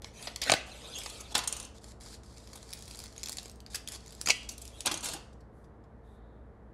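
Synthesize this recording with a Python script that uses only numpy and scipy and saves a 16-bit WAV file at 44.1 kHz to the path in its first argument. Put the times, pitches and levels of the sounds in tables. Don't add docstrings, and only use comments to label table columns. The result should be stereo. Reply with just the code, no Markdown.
import sys
import numpy as np
from scipy import signal
from scipy.fft import rfft, irfft, next_fast_len
from scipy.io import wavfile
from scipy.ndimage import uniform_filter1d, map_coordinates

SR = 44100
rng = np.random.default_rng(int(sys.argv[2]) if len(sys.argv) > 2 else 0)


def master(y):
    cut = np.clip(np.atleast_2d(y).T, -1, 1)
    pcm = np.round(cut * 32767)
    wavfile.write(sys.argv[1], SR, pcm.astype(np.int16))


N = 296793
TIME = np.arange(N) / SR

# t/s, level/dB, body/dB, sparkle/dB (both relative to the level), decay/s, note of the fold f/Hz
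SHEET_SNAPS = [(0.4976, -22, -3, -10, 0.00053, 2440), (0.5034, -32.5, -3.5, -1, 0.0012, 4400),
               (0.5184, -25, -8.5, 1, 0.0013, 4660), (0.5215, -24.5, -0.5, -10.5, 0.0021, 2800),
               (0.5374, -22.5, -14.5, -4, 0.0017, 3000)]
CAP_SNAPS = [(4.259, -38, -10, 7.5, 0.0029, 6430), (4.272, -28.5, -8.5, -2.5, 0.0019, 5000),
             (4.284, -30.5, -9.5, -6.5, 0.002, 2400), (4.2872, -26.5, -9, 3, 0.0012, 6900),
             (4.2964, -22.5, -10, -18.5, 0.006, 2700), (4.3023, -18, -18, -8, 0.0028, 4900)]
LANDINGS = [(1.352, -23, -7, -9, 0.0009, 3900), (1.3533, -21.5, -6.5, -13, 0.0032, 3500),
            (1.3777, -36.5, -4.5, 6, 0.0039, 7600), (1.389, -31, -10, -5.5, 0.0032, 6200),
            (1.4361, -39, -4, -7, 0.0057, 3400), (4.8583, -29.5, -8.5, 0.5, 0.0037, 9870),
            (4.8673, -24, -7, -10.5, 0.0028, 3800), (4.874, -25.5, -7.5, -15, 0.003, 2940),
            (4.9128, -28, -8.5, -8, 0.0076, 3580), (5.0422, -39.5, -16, 3.5, 0.0048, 7400),
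            (5.0535, -35.5, -14, 3.5, 0.0091, 6470), (5.086, -38, -12, -1, 0.0048, 6330),
            (5.1343, -40, -3, 2, 0.0067, 7870), (5.157, -47, -5, -4, 0.013, 2794)]
CREASES = [(0.0203, -49, -9, -6.5, 0.00044), (0.045, -38, -9, -19, 0.0011), (0.2254, -45, -16, -2, 0.0021),
           (0.2703, -31, -7, -39, 0.0053), (0.3599, -35.5, -14.5, -4, 0.0016),
           (0.4159, -29.5, -14, -5, 0.0033), (0.4205, -28, -13.5, -17.5, 0.012),
           (0.4369, -42, -10, 8, 0.0018), (0.985, -41.5, -12, 2, 0.0025), (1.034, -47.5, -9, 5, 0.0022),
           (1.0595, -36.5, -4.5, -11, 0.0035), (1.0973, -46, -12, 3.5, 0.0042),
           (1.2045, -54.5, -14, 2, 0.0018), (1.213, -63, -17, -3, 0.0016), (2.0607, -52, -1, -13, 0.0098),
           (2.5293, -48, -7, -2, 0.0062), (2.5543, -51, 1, 6, 0.0049), (2.7065, -57, -8, 5, 0.00058),
           (2.7895, -65, -20.5, -2, 0.0006), (2.729, -40.5, -23, -6, 0.00042),
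           (2.7339, -42, -12, 7.5, 0.00079), (2.8235, -51.5, -24, 5.5, 0.0006),
           (2.8555, -58.5, -15, 11, 0.00061), (2.879, -50.5, -13, 1, 0.00071),
           (2.9112, -45.5, -14, 1, 0.00036), (2.9572, -56, -18, 7, 0.0005), (2.9905, -46, -23, 4, 0.00055),
           (3.002, -47.5, -12, 2, 0.00059), (3.0386, -49.5, -3.5, 7.5, 0.00089),
           (3.08, -56, -13, -8, 0.0006), (3.163, -52, -12, -3, 0.00081), (3.1795, -43, -21, -5, 0.00045),
           (3.2321, -35.5, -22.5, -5.5, 0.00077), (3.2372, -40, -20, -1, 0.00054),
           (3.2589, -38, -19, -3, 0.0011), (3.2722, -41, -16, -6, 0.00084), (3.285, -40, -16, -1, 0.00085),
           (3.2947, -41, -8, 8, 0.00082), (3.3201, -45, -20, 3.5, 0.00095), (3.328, -44.5, -14, 2, 0.00097),
           (3.334, -52, -17, 6, 0.0011), (3.3701, -43, -21, 5.5, 0.0013), (3.384, -36, -16, -7, 0.0013),
           (3.389, -51, -5, 1, 0.00031), (3.3975, -48, -13, -7, 0.0007), (3.4303, -56.5, -15, 10, 0.00054),
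           (3.457, -48.5, -5, -1, 0.00088), (3.4808, -55, -13, 1, 0.0007), (3.497, -51, -15, 1, 0.0006),
           (3.5144, -61.5, -15, 9, 0.0006), (3.5578, -67, -15, 14, 0.0009), (3.604, -54.5, -22, 2, 0.00034),
           (3.6635, -47, -11, -8, 0.0008), (3.7445, -35, -5.5, 0.5, 0.0044), (3.755, -37, -14, 2, 0.0031),
           (3.8754, -37.5, -22, -6, 0.00055), (3.8861, -42, -7, 3, 0.00089), (3.9196, -47, -16, 6, 0.0026),
           (4.2135, -38, -11, 7.5, 0.00052), (4.4884, -35.5, -24, -1, 0.005),
           (4.579, -51.5, -17, 9.5, 0.0027), (4.6153, -53, -23, 12, 0.0049),
           (4.8064, -36.5, -27, -2, 0.00076), (5.3278, -66, -13, -1, 0.0051),
           (5.4044, -66, -7, -6.5, 0.0062), (5.6409, -69.5, -11, -1, 0.006), (5.8375, -72, -7, -3, 0.0051)]
# t/s, level/dB
SHEET_POPS = [(0.4978, -35), (0.5188, -25), (0.5378, -26)]
CAP_THUMPS = [(4.911, -38.5), (5.131, -41.5)]
# start t/s, end t/s, rate/(1/s), typical level/dB
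PICKING = [(2.753, 3.09, 23, -57), (3.238, 3.42, 55, -65), (4.052, 4.178, 42, -55.5),
           (4.642, 4.70, 45, -51)]
# t/s, level/dB, first gap/s, ratio of each gap to the last, loss per bounce/dB
BOUNCES = [(1.4746, -27, .0505, .815, 4), (4.9405, -30, .0335, 0.99, 6.5)]
# t/s, length/s, end level/dB, relative treble/dB
SHEET_PULLS = [(.02, 0.038, -55.5, -2), (.13, 0.13, -46, -0.5), (.3, 0.1, -62.5, -6), (.44, 0.042, -34, -6),
               (.52, 0.044, -40, -19)]
CAP_STROKES = [(1.74, 0.035, -56.5, -3), (1.81, 0.1, -55, -1), (2.0, 0.15, -50, -1),
               (2.23, 0.83, -54.5, -2.5), (2.53, 0.22, -79, -4.5), (2.72, 0.68, -57, -3.5),
               (3.08, 0.11, -76, -12), (3.17, 0.05, -58, -11), (3.238, 0.083, -50, -10),
               (3.41, 0.055, -53, -0.5), (3.70, 0.078, -47, -1.5), (3.91, 0.046, -43.5, -1),
               (4.0, 0.21, -56, -3.5), (4.26, 0.11, -51, 0.5), (4.36, 0.093, -55.5, -7),
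               (4.57, 0.14, -68, 2.5)]
CAP_SHAKES = [(4.31, 0.015, -51, -6.5)]
SKIDS = [(1.343, 0.027, -33.5, -12), (1.42, 0.027, -57, -11), (1.49, 0.16, -52, -4.5),
         (4.85, 0.029, -40, -27), (4.92, 0.037, -44.5, -8), (5.025, 0.1, -44, -1.5), (5.1, 0.051, -49, -16)]
# t/s, level/dB, relative treble/dB
SHEET_CARRIED = [(0.66, -53, -3.5), (0.764, -54, -3.5), (0.952, -46.5, -6), (0.984, -47, -1),
                 (1.198, -54.5, 1.5), (1.21, -43.5, 5), (1.226, -51.5, -8), (1.3, -55.5, -5.5),
                 (1.33, -42.5, -4)]
CAP_CARRIED = [(4.49, -54.5, -1), (4.523, -50.5, 3.5), (4.56, -67, -4), (4.66, -61, 4.5), (4.72, -63, -2.5),
               (4.79, -55.5, -0.5), (4.82, -57, -14)]
# t/s, length/s, end level/dB
BRUSHES = [(5.52, .12, -78), (6.03, 0.13, -77.5)]
HISS = [(6.02, 0.34, -81)]

# f/Hz, level/dB
SHEET_SNAP_COLOUR = [(40, -46), (90, -5.5), (330, -11.5), (500, -6), (750, 2.5), (1000, -18.5), (2000, -12),
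                     (4500, -9.5), (7000, -8.5), (11000, -21), (15500, -33.5)]
CAP_SNAP_COLOUR = [(80, -33), (160, -15), (330, -9.5), (470, -3), (660, -12), (900, -14), (1250, -10.5),
                   (1650, -11), (2500, -9), (3700, -11.5), (5000, -5.5), (7000, -7), (10000, -12.5),
                   (15500, -25.5)]
POP_COLOUR = [(40, -25.5), (110, -9.5), (160, -8), (240, -12), (310, -4.5), (400, -11.5), (500, -2.5),
              (680, -0.5), (820, -2.5), (1000, -19), (2000, -29.5), (5000, -62)]
CREASE_COLOUR = [(250, -16.5), (700, -12.5), (1500, -13), (2500, -8), (3800, -8), (4900, -6.5),
                 (6500, -5.5), (9000, -4.5), (12000, -7.5), (15500, -14.5)]
SHEET_COLOUR = [(150, -32.5), (250, -5.5), (378, -6), (525, -1.5), (1010, -2.5), (1640, -3.5), (1990, 2.5),
                (3400, -1), (7000, -6.5), (11200, -14), (15500, -34.5)]
CAP_COLOUR = [(250, -15), (700, -14), (1500, -10), (2500, -12), (3800, -8), (4900, -7), (6500, -5.5),
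              (9000, -0.5), (12000, -8), (15500, -18)]
RATTLE_COLOUR = [(500, -25), (1500, -15.5), (1900, -6), (3400, -3.5), (4200, -12), (8000, -19.5),
                 (15500, -36)]
LOOSE_COLOUR = [(150, -26), (280, -5), (520, 0), (780, -4), (1050, -8.5), (1400, -6.5), (1900, -13),
                (2600, -1), (3400, -3), (5500, -8), (8000, -11), (11200, -18), (15500, -32)]
LANDING_COLOUR = [(60, -24), (120, -7.5), (330, -4), (520, -5.5), (830, 3.5), (1150, -2), (1500, 0),
                  (1850, -7.5), (3000, -7.5), (6000, -3.5), (9500, -7.5), (12000, -8), (15500, -26)]
SKID_COLOUR = [(150, -5.5), (400, -1.5), (900, 1.5), (1400, 1), (2000, -6.5), (2800, -1), (4500, -2),
               (7000, -2), (10000, -10), (15500, -20)]
BRUSH_COLOUR = [(1500, -18.5), (3700, -5.5), (6000, -6), (10000, -2.5), (13000, -6), (15500, -19.5)]
AIR_COLOUR = [(20, -42), (30, -20.5), (40, -8.5), (55, -6), (80, -5.5), (110, -17), (140, -13), (220, -15),
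              (400, -17.5), (670, -20.5), (1900, -35), (2700, -50.5), (3900, -53), (5300, -59),
              (12000, -63.5), (15000, -76)]
# f/Hz, width/Hz, level/dB
SHEET_SNAP_RINGS = [(1217, 98, 13), (1546, 110, 12), (2030, 130, -13), (2360, 200, 1), (2873, 140, 6),
                    (3880, 160, -1), (4450, 290, -0.5)]
CAP_SNAP_RINGS = [(2026, 130, -6.5), (2717, 250, 4.5), (3000, 150, -3.5), (4750, 280, -5.5),
                  (5960, 250, -7), (6905, 250, -1.5)]
SHEET_RINGS = [(1600, 300, -15.5), (2400, 300, -5), (3480, 450, -10.5), (4800, 680, -12), (6370, 600, -16)]
CAP_RINGS = [(3077, 380, -19), (4943, 2200, 0.5), (7340, 600, -1)]
RATTLE_RINGS = [(2023, 224, -2), (2807, 250, -1), (3200, 350, 4.5)]
LOOSE_RINGS = [(3510, 540, 2.5), (4300, 400, -5.5)]
LANDING_RINGS = [(1031, 79.3, -5.5), (1447, 51, 3), (2180, 140, 0), (2756, 92, 5.5), (3447, 660, -6),
                 (4600, 350, 0.5), (5950, 660, -7.5), (9100, 1100, 1)]
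BOUNCE_RINGS = [(1137, 160, -3.5), (2850, 420, -4), (6260, 380, 4.5), (9010, 650, 2.5)]
SKID_RINGS = [(2756, 410, 0.5), (4510, 570, -3)]
# f/Hz, relative level/dB, t60/s
CAP_MODES = [(1990, -27, 0.2), (2635, -30, 0.3), (2848, -29, 0.35), (3060, -29.5, 0.38), (3300, -33, 0.44)]
TABLE_MODES = [(567, -22.5, 0.35), (860, -15, 0.096), (1025.5, -16, 0.35), (1130, -21.5, 0.35),
               (1450, -17, 0.25), (2150, -20.5, 0.25)]
THUMP_MODES = [(166, -2, 0.14), (300, 0.5, 0.14), (344.4, -3.5, 0.22), (772, -9, 0.29), (830, -8.5, 0.21)]

# f/Hz, t60/s
ROOM_T60 = [(150, 0.7), (600, 0.62), (2500, 0.4057), (6000, 0.4454), (14000, 0.15)]
# f/Hz, level/dB
ROOM_COLOUR = [(100, -4), (600, -3), (1300, 0.5), (2700, 1.5), (6000, -5), (14000, -2.5)]
HUM_TONES = [(59.2, -57), (113.0, -63), (215.3, -67), (452.2, -69.5)]
# f/Hz, phase/rad
HAND_PHASE = [(300, -3.7), (700, -0.5), (1300, 1.5), (2100, 1.5), (2900, -3), (3600, 1.2), (4700, 0.3),
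              (5400, -2), (6600, -1.06), (9000, -2), (12500, -1.5), (15500, -3.5)]
TABLE_PHASE = [(300, 0), (800, 3), (1700, 3.5), (2700, 4), (3700, 0), (5700, 5), (6600, 0.8), (9000, 1.4),
               (12500, 1.5), (15500, -3)]
# f/Hz, level/dB
HAND_BALANCE = [(250, -1.5), (600, 6.5), (1150, -2.5), (1700, 3.5), (2500, 0), (3600, 1.5), (4500, -2.5),
                (5300, -6.5), (6500, 0.5)]
TABLE_BALANCE = [(250, 0.5), (750, 11), (1600, 2), (2700, -3), (3600, 5), (6500, 0), (9000, -0.5)]
# f/Hz, level/dB
MID_COLOUR = [(11000, 0), (14000, -8.5)]
SIDE_COLOUR = [(6000, 0.5), (7200, -11), (9000, -3), (11000, 1.5), (13500, 9.5), (15500, 9.5)]

BAND_EDGES_HZ = (1800, 6500)
LEVEL_WINDOW_S = .01


def sheet_snaps():
    return amp(1.5) * clicks(
        SHEET_SNAPS, SHEET_SNAP_COLOUR, SHEET_SNAP_RINGS, ring_db=10, detune=.025, ripple_db=-.5,
        spacing_hz=263, shared=.84, lag_s=2e-5, spiky=.32, rise=.18, after_db=-22, after_s=.02)


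def cap_snaps():
    return amp(1) * clicks(
        CAP_SNAPS, CAP_SNAP_COLOUR, CAP_SNAP_RINGS, ring_db=5, detune=.018, ripple_db=4.5,
        spacing_hz=265, shared=.75, lag_s=2e-5, spiky=.8, rise=.4, after_db=-18.5, after_s=.014)


def sheet_pops(front_hz=1502, lag_s=.0018, size=4096):
    f = np.fft.rfftfreq(size, 1 / SR)
    delay = lag_s * np.maximum(np.sqrt(front_hz / np.maximum(f, f[3])) - 1, 0)
    pop = irfft(causal(amp(along(POP_COLOUR, f))) * np.exp(-2j * np.pi * np.cumsum(delay) * f[1]))
    pop /= np.sqrt(np.sum(pop ** 2) / (LEVEL_WINDOW_S * SR))
    out = np.zeros(N)
    for s, db in SHEET_POPS:
        start = int(s * SR)
        out[start:start + size] += amp(db) * pop
    return out


def creasing(body_db=-16.5, sparkle_db=4, decay_s=.001, count=24):
    small = []
    for start, end, rate, db in PICKING:
        times = start + (np.arange(count) + rng.random(count)) / rate
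        for s, (soft, body, sparkle, slow) in zip(times, rng.standard_normal((count, 4))):
            if s < end:
                small.append((s, db - soft, body_db - body, sparkle_db - sparkle,
                              decay_s * np.exp(.3 * slow)))
    return amp(-.5) * clicks(
        CREASES + small, CREASE_COLOUR, CAP_RINGS, ring_db=5, detune=.03, ripple_db=3.5,
        spacing_hz=345, shared=.66, lag_s=1e-5, spiky=.4, rise=.7, after_db=-27.5, after_s=.014)


def sheet_crinkle():
    pulls = strokes(SHEET_PULLS, attack_s=.0087, release_s=.036, swell_db=14.5)
    return rustle(pulls, SHEET_COLOUR, SHEET_RINGS, ring_db=-8.5, ripple_db=7,
                  rate_hz=770, spread_db=2.5, grain_s=.0012, rub_db=4, shared=1)


def cap_crinkle():
    fingers = strokes(CAP_STROKES, attack_s=.0031, release_s=.012, swell_db=6.5)
    return amp(-1) * rustle(fingers, CAP_COLOUR, CAP_RINGS, ring_db=2, ripple_db=2.5,
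                            rate_hz=880, spread_db=5.5, grain_s=.0013, rub_db=-2.5, shared=.85)


def cap_rattle():
    shaking = strokes(CAP_SHAKES, attack_s=.004, release_s=.04, swell_db=1.5)
    return rustle(shaking, RATTLE_COLOUR, RATTLE_RINGS, ring_db=5, ripple_db=5.5,
                  rate_hz=330, spread_db=4.5, grain_s=.0015, rub_db=-10, shared=.6)


def cap_ring():
    blows = [row[:2] for row in CAP_SNAPS[-2:]]
    return amp(3.5) * ringing(blows, CAP_MODES, detune=.0019, waver_rad=.7, waver_hz=25)


def loose_foil():
    gains = np.zeros((2, N))
    for curve in (SHEET_CARRIED, CAP_CARRIED):
        s, db, treble_db = np.transpose(curve)
        moving = uniform_filter1d(1. * ((TIME >= s[0]) & (TIME <= s[-1])), size=600)
        gains += moving * amp([np.interp(TIME, s, db), np.interp(TIME, s, db + treble_db)])
    return amp(.5) * rustle(gains, LOOSE_COLOUR, LOOSE_RINGS, ring_db=.5, ripple_db=7,
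                            rate_hz=670, spread_db=2, grain_s=.0011, rub_db=6, shared=.6)


def dropped_foil():
    landings = amp(1) * clicks(
        LANDINGS, LANDING_COLOUR, LANDING_RINGS, ring_db=3, detune=.01, ripple_db=4,
        spacing_hz=200, shared=.63, lag_s=2e-5, spiky=.36, rise=.25, after_db=-20, after_s=.017)
    rocking = amp(-2.5) * clicks(
        bounces(), LANDING_COLOUR, BOUNCE_RINGS, ring_db=11.5, detune=.016, ripple_db=3.5,
        spacing_hz=245.3, shared=.73, lag_s=1e-5, spiky=.39, rise=.18, after_db=-9.5, after_s=.01)
    return landings + rocking


def bounces(count=6, body_db=-12, sparkle_db=1.5, decay_s=.0027):
    rows = []
    for s, db, gap, ratio, loss_db in BOUNCES:
        for k in range(count):
            rows.append((s, db - k * loss_db, body_db, sparkle_db, decay_s))
            s += gap * ratio ** k
    return rows


def skidding():
    slides = strokes(SKIDS, attack_s=.0046, release_s=.032, swell_db=-6)
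    return amp(-.5) * rustle(slides, SKID_COLOUR, SKID_RINGS, ring_db=6.5, ripple_db=3.5,
                             rate_hz=740, spread_db=.5, grain_s=.00083, rub_db=0, shared=.66)


def hollow_table():
    hits = [(s, db + body_db) for s, db, body_db, *_ in LANDINGS + bounces()]
    ring = ringing(hits, TABLE_MODES, detune=.0042, waver_rad=.3, waver_hz=13)
    knock = ringing(CAP_THUMPS, THUMP_MODES, detune=.02, waver_rad=.3, waver_hz=24)
    return amp(-3) * ring + amp(-1) * knock


def clicks(table, points, rings, ring_db, detune, ripple_db, spacing_hz, shared, lag_s, spiky, rise,
           after_db, after_s, fold_db=-.5, fold_width=.074, size=4096):
    f, age = np.fft.rfftfreq(size, 1 / SR), np.arange(size) / SR
    shares = bands(f)
    out = np.zeros((2, N + size))
    for s, db, body_db, sparkle_db, decay, *note in table:
        onset = 1 - np.exp(-age / (rise * decay))
        envelope = onset * (np.exp(-age / decay) + amp(after_db) * np.exp(-age / after_s))
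        slips = rng.standard_normal((3, size)) * np.exp(spiky * rng.standard_normal(size))
        sound = microphones(rfft(slips * envelope), shared, lag_s * rng.standard_normal(), f)
        bent = [(hz * np.exp(detune * rng.standard_normal()), width, peak) for hz, width, peak in rings]
        fold = [(hz, hz * fold_width, fold_db) for hz in note]
        ripple = amp(ripple_db * np.interp(f, np.arange(400) * spacing_hz, rng.standard_normal(400)))
        sound *= causal(colour(points, bent + fold, ring_db, f) * ripple)
        power = shares @ np.mean(np.abs(sound) ** 2, axis=0) * 2 / size / (LEVEL_WINDOW_S * SR)
        gain = amp((db + np.array([body_db, 0, sparkle_db]) - 10 * np.log10(power)) @ shares)
        start = int(s * SR)
        out[:, start:start + size] += irfft(sound * causal(gain))
    return out[:, :N]


def rustle(gains, points, rings, ring_db, ripple_db, rate_hz, spread_db, grain_s, rub_db, shared):
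    ticks = rng.random(N) < rate_hz / SR
    sizes = np.minimum(rng.exponential(size=N), 4.5)
    energy = signal.lfilter([1], [1, -np.exp(-1 / (grain_s * SR))], ticks * amp(spread_db * sizes) ** 2)
    envelope = np.sqrt(energy / energy.mean() + amp(rub_db) ** 2)
    padded = 2 * next_fast_len(N // 2 + 1)
    f = np.fft.rfftfreq(padded, 1 / SR)
    sound = microphones(rfft(rng.standard_normal((3, N)) * envelope, padded), shared, 0, f)
    sound *= causal(colour(points, rings, ring_db, f))
    low, middle, high = (irfft(sound * share)[:, :N] for share in bands(f))
    return flexing(gains[0] * (low + middle) / middle.std() + gains[1] * unit(high), ripple_db)


def flexing(x, ripple_db, spacing_hz=256, hold_s=.02, size=512):
    f, t, frames = signal.stft(x, SR, nperseg=size)
    places = np.meshgrid(f / spacing_hz, t / hold_s, indexing="ij")
    ripple = map_coordinates(rng.standard_normal((200, 800)), places, order=1, mode="mirror")
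    return signal.istft(frames * unit(amp(ripple_db * ripple)), SR, nperseg=size)[1][:, :N]


def strokes(table, attack_s, release_s, swell_db):
    power = np.zeros((2, N))
    for s, length, db, *treble_db in table:
        age = np.maximum(TIME - s, 0)
        shape = (1 - np.exp(-age / attack_s)) * np.exp(-np.maximum(age - length, 0) / release_s)
        shape *= amp(db - swell_db * np.maximum(1 - age / length, 0))
        power += (amp([[0], [sum(treble_db)]]) * shape) ** 2
    return np.sqrt(power)


def ringing(blows, modes, detune, waver_rad, waver_hz, size=32768):
    f, age = np.fft.rfftfreq(size, 1 / SR), np.arange(size) / SR
    out = np.zeros((2, N + size))
    for s, db in blows:
        start = int(s * SR)
        for hz, mode_db, t60 in modes:
            drift = unit(irfft(rfft(rng.standard_normal((2, size))) * np.exp(-(f / waver_hz) ** 2)))
            pitch = hz * np.exp(detune * rng.standard_normal())
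            phase = 2 * np.pi * (pitch * age + rng.random()) + waver_rad * drift
            fade = np.exp(-np.log(1000) * age / t60) * (1 - np.exp(-age * hz / 2))
            out[:, start:start + size] += np.sqrt(2) * amp(db + mode_db) * fade * np.sin(phase)
    return out[:, :N]


def colour(points, rings, ring_db, f):
    peaks = sum(amp(ring_db + db) ** 2 / (1 + (2 * (f - hz) / width) ** 2) for hz, width, db in rings)
    return amp(along(points, f)) * np.sqrt(1 + peaks)


def causal(gain):
    cepstrum = irfft(np.log(gain + 1e-9))
    half = len(cepstrum) // 2
    cepstrum[1:half] *= 2
    cepstrum[half + 1:] = 0
    return np.exp(rfft(cepstrum))


def bands(f, order=8):
    low, high = (1 / (1 + (f / hz) ** order) for hz in BAND_EDGES_HZ)
    return np.array([low, high - low, 1 - high])


def along(points, f):
    hz, value = np.transpose(points)
    return np.interp(np.log(f + 1), np.log(hz), value)


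def amp(db):
    return 10 ** (np.asarray(db) / 20)


def unit(x):
    return x / np.sqrt(np.mean(x ** 2))


def microphones(three, shared, lag_s, f, wide_hz=671.5):
    apart = (1 - shared) * f ** 2 / (f ** 2 + wide_hz ** 2)
    delay = np.exp(1j * np.pi * f * lag_s * np.array([[-1], [1]]))
    return np.sqrt(1 - apart) * three[0] * delay + np.sqrt(apart) * three[1:]


def placed(x, phase, balance, shade_hz=400.):
    padded = 2 * next_fast_len(N // 2 + 2048)
    f = np.fft.rfftfreq(padded, 1 / SR)
    side = np.array([[.5], [-.5]]) * f ** 4 / (f ** 4 + shade_hz ** 4)
    response = np.exp(1j * side * along(phase, f)) * amp(side * along(balance, f))
    return irfft(rfft(x, padded) * response)[:, :N]


def bare_bottle(hiss_hz=3700, hiss_width_hz=630):
    f = np.fft.rfftfreq(N, 1 / SR)
    skin, hiss = rfft(rng.standard_normal((2, 2, N)))
    skin = unit(irfft(skin * amp(along(BRUSH_COLOUR, f)), N))
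    hiss = unit(irfft(hiss / (1 + (2 * (f - hiss_hz) / hiss_width_hz) ** 2), N))
    return (skin * strokes(BRUSHES, attack_s=.019, release_s=.029, swell_db=0)[0]
            + hiss * strokes(HISS, attack_s=.053, release_s=.082, swell_db=-7)[0])


def room(x, gap_s=.0012, build_s=.0013, size=32768):
    f, age = np.fft.rfftfreq(size, 1 / SR), np.arange(size) / SR
    noise = microphones(rfft(rng.standard_normal((3, size))), 0, 0, f) * amp(along(ROOM_COLOUR, f))
    hz, t60s = np.transpose(ROOM_T60)
    tail = sum(irfft(noise * along(np.c_[hz, band], f)) * np.exp(-np.log(1000) * age / t60)
               for band, t60 in zip(np.eye(len(hz)), t60s))
    tail *= 1 - np.exp(-np.maximum(age - gap_s, 0) / build_s)
    return signal.fftconvolve(x, unit(tail) / np.sqrt(size), axes=1)[:, :N]


def appliance(air_db=-57.5, hum_gain_db=1, wide_hz=762, waver_hz=4.42):
    f = np.fft.rfftfreq(N, 1 / SR)
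    mid, side = rfft(rng.standard_normal((2, N))) * amp(along(AIR_COLOUR, f))
    side *= f / np.hypot(f, wide_hz)
    rms_above_rumble = irfft(mid * (f > 140), N).std()
    air = irfft(np.array([mid + side, mid - side]), N) / rms_above_rumble * amp(air_db)
    hum = 0
    for hz, db in HUM_TONES:
        drift = unit(irfft(rfft(rng.standard_normal(N)) * np.exp(-(f / waver_hz) ** 2), N))
        hum += np.sqrt(2) * amp(db + hum_gain_db) * np.sin(2 * np.pi * hz * TIME + drift)
    return air + hum


def scene():
    snaps = sheet_snaps() + cap_snaps()
    pops = sheet_pops()
    drops = dropped_foil()
    held = loose_foil() + sheet_crinkle() + cap_crinkle() + cap_rattle()
    skids = skidding()
    background = appliance() + bare_bottle()
    creases = creasing()
    hollow = hollow_table()
    held += cap_ring()
    reflections = room(amp(-17) * snaps + amp(-20.5) * pops + amp(-13) * drops
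                       + amp(-10.5) * (creases + held + skids))
    in_hands = placed(snaps + pops + creases + held, HAND_PHASE, HAND_BALANCE)
    on_table = placed(drops + skids, TABLE_PHASE, TABLE_BALANCE)
    return in_hands + on_table + hollow + reflections + background


def record(dry, top_hz=15700):
    padded = 2 * next_fast_len(N // 2 + 2048)
    f = np.fft.rfftfreq(padded, 1 / SR)
    mid, side = rfft(np.array([dry[0] + dry[1], dry[0] - dry[1]]) / 2, padded)
    mid *= amp(along(MID_COLOUR, f))
    side *= amp(along(SIDE_COLOUR, f))
    wide = irfft(np.array([mid + side, mid - side]))[:, :N]
    return signal.sosfilt(signal.ellip(10, .2, 70, top_hz, fs=SR, output="sos"), wide)


dry = scene()
out = record(dry)
master(out)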